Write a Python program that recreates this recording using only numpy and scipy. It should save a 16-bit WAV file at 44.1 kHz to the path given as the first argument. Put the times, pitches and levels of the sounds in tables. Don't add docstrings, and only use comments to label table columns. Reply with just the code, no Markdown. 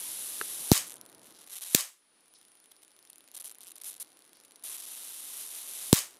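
import sys
import numpy as np
from scipy import signal
from scipy.fft import rfft, irfft
from scipy.io import wavfile
from scipy.ndimage import uniform_filter1d

SR = 44100
rng = np.random.default_rng(int(sys.argv[2]) if len(sys.argv) > 2 else 0)


def store_wav(level_fs):
    pcm = np.round(np.clip(np.atleast_2d(level_fs), -1, 1) * 32767)
    wavfile.write(sys.argv[1], SR, pcm.T.astype(np.int16))


def attenuation_scalar(level_db):
    decades = np.asarray(level_db, float) / 20
    return 10 ** decades


N = 272979
ROOM_T60_S = 0.27


def rms_one(x):
    return x / np.sqrt(np.mean(x ** 2) + 1e-20)


def in_time(rows, outside=None):
    s, *columns = np.transpose(rows)
    t = np.arange(N) / SR
    return [np.interp(t, s, column, left=outside, right=outside) for column in columns]


def filtered(x, hz, kind, order=2):
    return signal.sosfilt(signal.butter(order, hz, kind, fs=SR, output="sos"), x)


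def colour(x, spectrum):
    hz, level_db = np.transpose(spectrum)
    grid = np.maximum(np.arange(2049) * SR / 4096, 1)
    log_gain = np.interp(np.log(grid), np.log(hz), level_db) * np.log(10) / 20
    cepstrum = irfft(log_gain)
    cepstrum[1:2048] *= 2
    cepstrum[2049:] = 0
    kernel = irfft(np.exp(rfft(cepstrum)))[:2048]
    return signal.oaconvolve(x, kernel / np.sqrt(np.sum(kernel ** 2)))[:len(x)]


def drift(rate_hz):
    r = np.exp(-2 * np.pi * rate_hz / SR)
    settle = 20000
    noise = rng.standard_normal(N + settle)
    return rms_one(signal.lfilter([1], [1, -2 * r, r * r], noise)[settle:])


# t/s, f/Hz, level/dB
WHINE = [(0, 9850, -53), (.7, 9880, -48.5), (.8, 9804, -62), (1.2, 9770, -67), (1.45, 9790, -63),
         (1.7, 9803, -72), (1.8, 9854, -76), (1.93, 9860, -73.5), (2.1, 9720, -71.5), (2.4, 9760, -66),
         (3.8, 9770, -68), (4.05, 9810, -67.5), (4.3, 9770, -67), (5.9, 9850, -63), (6.05, 9730, -68),
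         (6.19, 9780, -67.5)]


def oscillator():
    hz, level_db = in_time(WHINE)
    turns = np.cumsum(hz + 25.0 * drift(21) + 45.0 * drift(300)) / SR
    whine = attenuation_scalar(level_db + 1.2 * drift(40)) * np.sqrt(2) * np.sin(2 * np.pi * turns)
    return turns, whine


# t/s, level/dB, share of time lit [0-1], share of cycles that fire [0-1]
ARC = [
    [(0.0, -39.5, 1, 0.33), (0.654, -39, 1, 0.37), (0.705, -35.5, 0.8, 0.5)],
    [(1.495, -49, 0.8, 0.1), (1.535, -43, 0.7, .2), (1.579, -43, 0.8, 0.14), (1.597, -48.5, 0.56, 0.09),
     (1.623, -39, 0.94, 0.18), (1.695, -44.5, 0.94, 0.24), (1.737, -37.5, 1, 0.4)],
    [(4.657, -40, 0.85, 0.35), (4.831, -44.5, 0.86, 0.18), (5.249, -44, 0.96, 0.31),
     (5.397, -41.5, 0.99, 0.28), (5.501, -44, 0.86, 0.32), (5.555, -41.5, 0.96, 0.23),
     (5.643, -43.5, 0.91, 0.23), (5.845, -40, 0.94, 0.25), (5.918, -41.5, 0.84, 0.36)],
]


def steady_arc(luck, flicker, eager):
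    clicks = np.zeros(N)
    for rows in ARC:
        last_s, *last = rows[-1]
        held = rows + [(last_s + .0105, *last)]
        level_db, lit, fire = in_time(held, outside=1e-9)
        fire, lit = np.clip(fire, 1e-9, 1), np.clip(lit, 1e-9, 1)
        fires = (flicker < lit) * (luck < fire * eager)
        clicks += fires * attenuation_scalar(level_db + 6.0) / np.sqrt(fire * lit)
    return clicks


# f/Hz, density/dB per Hz
SPARK = [(300, -24.5), (1050, -14), (1500, -15), (2200, -12), (3900, -6), (5100, -10.5), (6000, -5.5),
         (6500, -9), (7200, -7), (9700, -3), (11700, -1.5), (14200, -11.5), (14900, -22.5), (15700, -21),
         (15850, -66)]


def sparks(turns):
    cycle = np.diff(np.floor(turns), prepend=0) > 0
    luck, size = rng.random(N), attenuation_scalar(1.0 * rng.standard_normal(N))
    flicker = np.argsort(np.argsort(drift(330) + 0.35 * drift(52))) / N
    eager = attenuation_scalar(3.0 * drift(500))
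    caught, weak = bursts(cycle, luck, flicker, eager)
    fired = (steady_arc(luck, flicker, eager) + caught) * cycle * size

    lag = 8 + 0.51 * rng.standard_normal(N) + 1.6 * drift(350)
    at = np.arange(N) + np.abs(np.rint(lag)).astype(int)
    clicks = np.bincount(at, fired)[:N]
    clicks += np.bincount(at + 2, fired * weak)[:N]
    direct = filtered(colour(clicks, SPARK), 180, "high")

    t = np.arange(SR // 4) / SR
    walls = rng.standard_normal(len(t)) * attenuation_scalar(-54.5 - 60 * t / ROOM_T60_S) * (t > .0015)
    table_and_hand = rng.standard_normal(len(t)) * attenuation_scalar(-30.0 - 60 * t / 0.01) * (t > .0002)
    return direct + signal.oaconvolve(direct, walls + table_and_hand)[:N]


# t/s, level/dB
GAIN = [(0, -65), (.71, -60.5), (1.4, -65), (1.72, -82.5), (1.93, -82.5), (2.17, -74), (3.24, -72),
        (4.19, -69.5), (5.34, -68.5), (5.9, -65.5), (6.19, -66)]
# f/Hz, density/dB per Hz
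FLOOR = [(25, -50.5), (60, -29), (170, -13.5), (310, -3), (450, -6), (800, -10), (1500, -13), (4000, -40.5)]
# f/Hz, density/dB per Hz
HISS = [(200, -10.5), (800, -3), (2000, 1), (4500, 1), (6500, -5.5), (8000, -7), (10000, -5.5),
        (12000, -11.5), (14200, -15.5), (14900, -18), (15700, -22), (15850, -54.5)]


def background():
    gain_db, = in_time(GAIN)
    glow = sum(attenuation_scalar(in_time(rows, outside=-200)[0] - 18) for rows in ARC)
    glow = uniform_filter1d(glow, size=1500)
    knee_db, follows = -71, 0.54
    hiss = attenuation_scalar(-69.5 + follows * np.minimum(gain_db - knee_db, 0))
    out = attenuation_scalar(gain_db) * colour(rng.standard_normal(N), FLOOR)
    out += hiss * colour(rng.standard_normal(N), HISS)
    return out + glow * colour(rng.standard_normal(N), SPARK)


# t/s, level/dB
RUMBLE = [(0, -68), (1.3, -67.5), (1.5, -95), (4.5, -90.5), (6.19, -76.5)]


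def hand_rumble():
    low = rms_one(filtered(rng.standard_normal(N), [110, 500], "band"))
    return low * attenuation_scalar(in_time(RUMBLE)[0] + 2.0 * drift(8))


# f/Hz, level/dB, t60/s
KNOCK = [(416, -27.5, 0.022), (1340, -28, 0.024), (1564, -7, 0.0055), (2730, -17.5, 0.0054),
         (4200, -17.5, 0.0046)]


def table_knock():
    after = np.maximum(np.arange(N) / SR - .4128, 0)
    attack = 1 - np.exp(-after / 0.00094)
    return attack * sum(attenuation_scalar(db - 60 * after / t60) * np.sin(2 * np.pi * hz * after) for hz, db, t60 in KNOCK)


# f/Hz, density/dB per Hz
CRACK = [(710, -58), (1200, -16.5), (3320, -4.5), (3870, -3.5), (7740, -3), (9210, -2.5), (14200, -3.5),
         (16000, -7.5)]
# delay/ms, level/dB, smear/ms
ECHOES = [(2.28, -20.5, 1.2), (6.937, -17, 0.54), (8.12, -15, 1.7), (13.51, -7, .16), (13.53, -18.5, 0.552),
          (18.4, -16, 1), (22.2, -18, 0.36), (29.9, -21.5, 0.907), (60.8, -19, 1.32)]
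# f/Hz, density/dB per Hz
TAIL = [(180, -58), (300, -27.5), (555, -13), (915, -11), (1170, -4), (1460, -10.5), (1780, -6), (4520, -6),
        (7570, -3), (12700, -5.5), (16000, -15)]


def snap_room(t):
    room = colour(rng.standard_normal(len(t)), TAIL) * attenuation_scalar(-16.5 - 60 * t / ROOM_T60_S) * (t > .004)
    treble = filtered(room, 9000, "high")
    room -= treble * (1 - attenuation_scalar(-60 * t / .5))
    room *= attenuation_scalar(-19 * np.exp(-(t / 0.029) ** 2.63))
    grain = rng.standard_normal(len(t))
    echoes = np.zeros(len(t))
    for ms, db, smear_ms in ECHOES:
        echoes += attenuation_scalar(db) * grain * (t > ms / 1000) * np.exp(-np.abs(t * 1000 - ms) / smear_ms)
    return room + colour(echoes, CRACK)


def input_swing(t, suction, suction_ms, push, push_ms, recovery_hz):
    ms, w = t * 1000, 2 * np.pi * recovery_hz
    step = push * ((ms > suction_ms) & (ms < suction_ms + push_ms)) - suction * (ms < suction_ms)
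    step = signal.lfilter(*signal.butter(1, 300, fs=SR), step)
    return signal.lfilter(*signal.bilinear([1, 0, 0], [1, w / .84, w * w], SR), step)


# t/s, crack length/ms, crack level/dB, room level/dB
SNAPS = [
    (0.7164, 1.02, -9.5, 0),
    (1.7473, 3.26, -6.5, -4),
    (5.9285, 0.76, 2.5, -1.5),
]
# suction, suction length/ms, push, push length/ms, recovery f/Hz
SWINGS = [
    (.7, .65, .78, 1.85, 92),
    (.1, .74, .36, 1.05, 170),
    (.46, .83, .92, 1.52, 119),
]


def snaps():
    t = np.arange(SR // 2) / SR
    room = snap_room(t)
    out = np.zeros(N + len(t))
    for (s, ms, crack_db, room_db), shift in zip(SNAPS, SWINGS):
        start = round(s * SR)
        burning = np.exp(-(t * 1000 / ms) ** 4)
        crack = colour(rng.standard_normal(len(t)) * burning, CRACK)
        sound = attenuation_scalar(crack_db) * crack + attenuation_scalar(room_db) * room + input_swing(t, *shift)
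        out[start:start + len(t)] += sound
    return out[:N]


# t/s, length/ms, level/dB
BURSTS = [(0.867, 15.6, -44), (0.967, 2.7, -49), (1.0125, 1.6, -41), (1.2628, 13, -54),
          (1.4127, 5.2, -51.5), (1.4626, 5.2, -55.5), (2.7147, 6.3, -50), (2.8295, 6.1, -51.5),
          (3.099, 4.3, -47.5), (3.346, 11, -43.5), (3.3646, 13.7, -41.5), (3.399, 15, -42.5),
          (3.44, 6.7, -43.5), (3.4502, 10, -41.5), (3.4637, 18, -44.5), (3.63, 8.6, -49.5),
          (3.669, 2.8, -46), (3.685, 4.9, -52), (3.7163, 4.9, -46), (3.7629, 4.9, -50), (3.781, 2.6, -47),
          (3.8356, 2.55, -43), (3.8153, 6.2, -43.5), (3.8425, 7.6, -42.5), (3.8535, 48.5, -41),
          (3.907, 11, -45.5), (3.9617, 8.4, -50), (3.9991, 30.4, -40), (4.4487, 5, -51.5),
          (4.637, 19.4, -40.5)]


def bursts(cycle, luck, flicker, eager):
    clicks, weak = np.zeros((2, N))
    for s, ms, level_db in BURSTS + ticks() + sputters():
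        lit_s = max(ms - .55, .14) / 1000
        span = slice(round(s * SR), round((s + lit_s) * SR))
        share = np.clip(.3 + .05 * ms, 0, .7)
        steady = (flicker[span] < .85) | (ms < 5) | (ms > 20)
        fires = (luck[span] < share * eager[span]) & steady
        fires[np.argmax(cycle[span])] = True
        count = np.sum(fires & cycle[span]).clip(1)
        clicks[span] += fires * attenuation_scalar(level_db) * np.sqrt((ms + 0.87) * SR / 1000 / count)
        weak[span] = 0.38 * np.clip(-48.5 - level_db, 0, 1)
    return clicks, weak


TICK_DB = -52.5
# t/s, level/dB
TICKS = [(2.207, -59.5), (2.2582, -61), (2.281, -58), (2.3382, -51), (2.3872, -56), (2.4136, -53),
         (2.4286, -55), (2.451, -53.5), (2.483, -56), (2.518, -54), (2.5532, -55), (2.601, -56),
         (2.641, -55), (2.6582, -51.5), (2.765, -52.5), (2.8797, -52.5), (2.917, -57.5),
         (2.9647, -55), (2.99, -51), (3.0267, -52.5), (3.0512, -51), (3.0732, -53), (3.131, -47.5),
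         (3.1582, -48), (3.1822, -47.5), (3.2067, -50), (3.241, -53), (3.2769, -50), (3.2862, -51),
         (3.3154, -48.5),
         (.887, -44), (.906, -39), (.9198, -42), (.932, -44), (.9409, -40), (.963, -49), (.9815, -52),
               (1.053, -50), (1.0624, -48.5), (1.4754, -47.5), (1.098, -49), (1.1278, -51), (1.148, -48.5),
               (1.1813, -54), (1.2166, -51.5), (3.5474, -47.5), (3.5538, -49), (3.5848, -46.5),
               (4.1713, -52.5), (4.1911, -52), (4.2219, -53), (4.251, -54), (4.277, -55.5), (4.3312, -52),
               (4.4009, -51), (4.5094, -51), (4.5198, -50), (4.5585, -47), (4.5957, -55), (4.6252, -50)]


def ticks():
    rows = []
    for s, db in TICKS:
        ms = 1.2 * attenuation_scalar(-0.2 * (db - TICK_DB))
        rows.append((s, min(ms, 2.2), db))
    return rows


# start t/s, end t/s, sputters per s, level/dB
SPELLS = [(.897, .97, 47.3, -42.5), (1.09, 1.22, 35, -54), (1.23, 1.33, 240, -53.5),
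          (1.338, 1.378, 220, -56), (1.388, 1.45, 260, -54), (2.572, 2.94, 22, -57.5),
          (3.38, 3.398, 110, -47), (3.3392, 3.34, 50, -53), (3.422, 3.43, 226, -44.5),
          (3.487, 3.525, 166, -46.5), (3.607, 3.712, 192, -49.5), (3.756, 3.815, 69, -50),
          (3.92, 3.944, 200, -46.5), (3.951, 3.99, 76, -48), (4.033, 4.13, 107, -55.5),
          (4.205, 4.57, 32, -55), (1.466, 1.488, 220, -52.5), (6.108, 6.174, 88, -52.5)]


def sputters():
    rows = []
    for start, end, rate, db in SPELLS:
        gap, length, size = rng.random((3, 50))
        s = start + np.cumsum(np.append(0, 0.43 + 1.2 * gap[1:])) / rate
        mean_ms = 0.8 * attenuation_scalar(1.2 * (db - TICK_DB)).clip(0, 1.3)
        ms = .3 - mean_ms * np.log(1 - length)
        level_db = db + 2 * np.sqrt(12) * (size - .5)
        rows += [row for row in zip(s, ms, level_db) if row[0] < end]
    return rows


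# t/s, decay/s, level/dB
RUSTLES = [
    (1.34, 0.06, -61.5),
    (2.346, 0.035, -59),
    (4.346, 0.035, -60),
]


def wire_slips():
    t = np.arange(N) / SR
    friction = rms_one(filtered(rng.standard_normal(N), [3700, 5900], "band")) * attenuation_scalar(2 * drift(100))
    level = np.zeros(N)
    for s, decay_s, db in RUSTLES:
        level += attenuation_scalar(db) * np.clip((t - s) / 0.0067, 0, 1) * np.exp(-np.abs(t - s) / decay_s)
    return level * friction


def scene():
    turns, whine = oscillator()
    generator = whine + sparks(turns) + snaps()
    hand = hand_rumble() + table_knock() + wire_slips()
    return np.tile(generator + hand + background(), (2, 1))


def top_cut(x):
    return signal.sosfilt(signal.butter(12, 17320, fs=SR, output="sos"), x)


def record(dry):
    overloaded = np.clip(dry, -.53, .53)
    band_limit = signal.cheby2(10, 60, 16800, fs=SR, output="sos")
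    finished = signal.sosfilt(band_limit, overloaded)
    return top_cut(finished)


dry = scene()
out = record(dry)
store_wav(out)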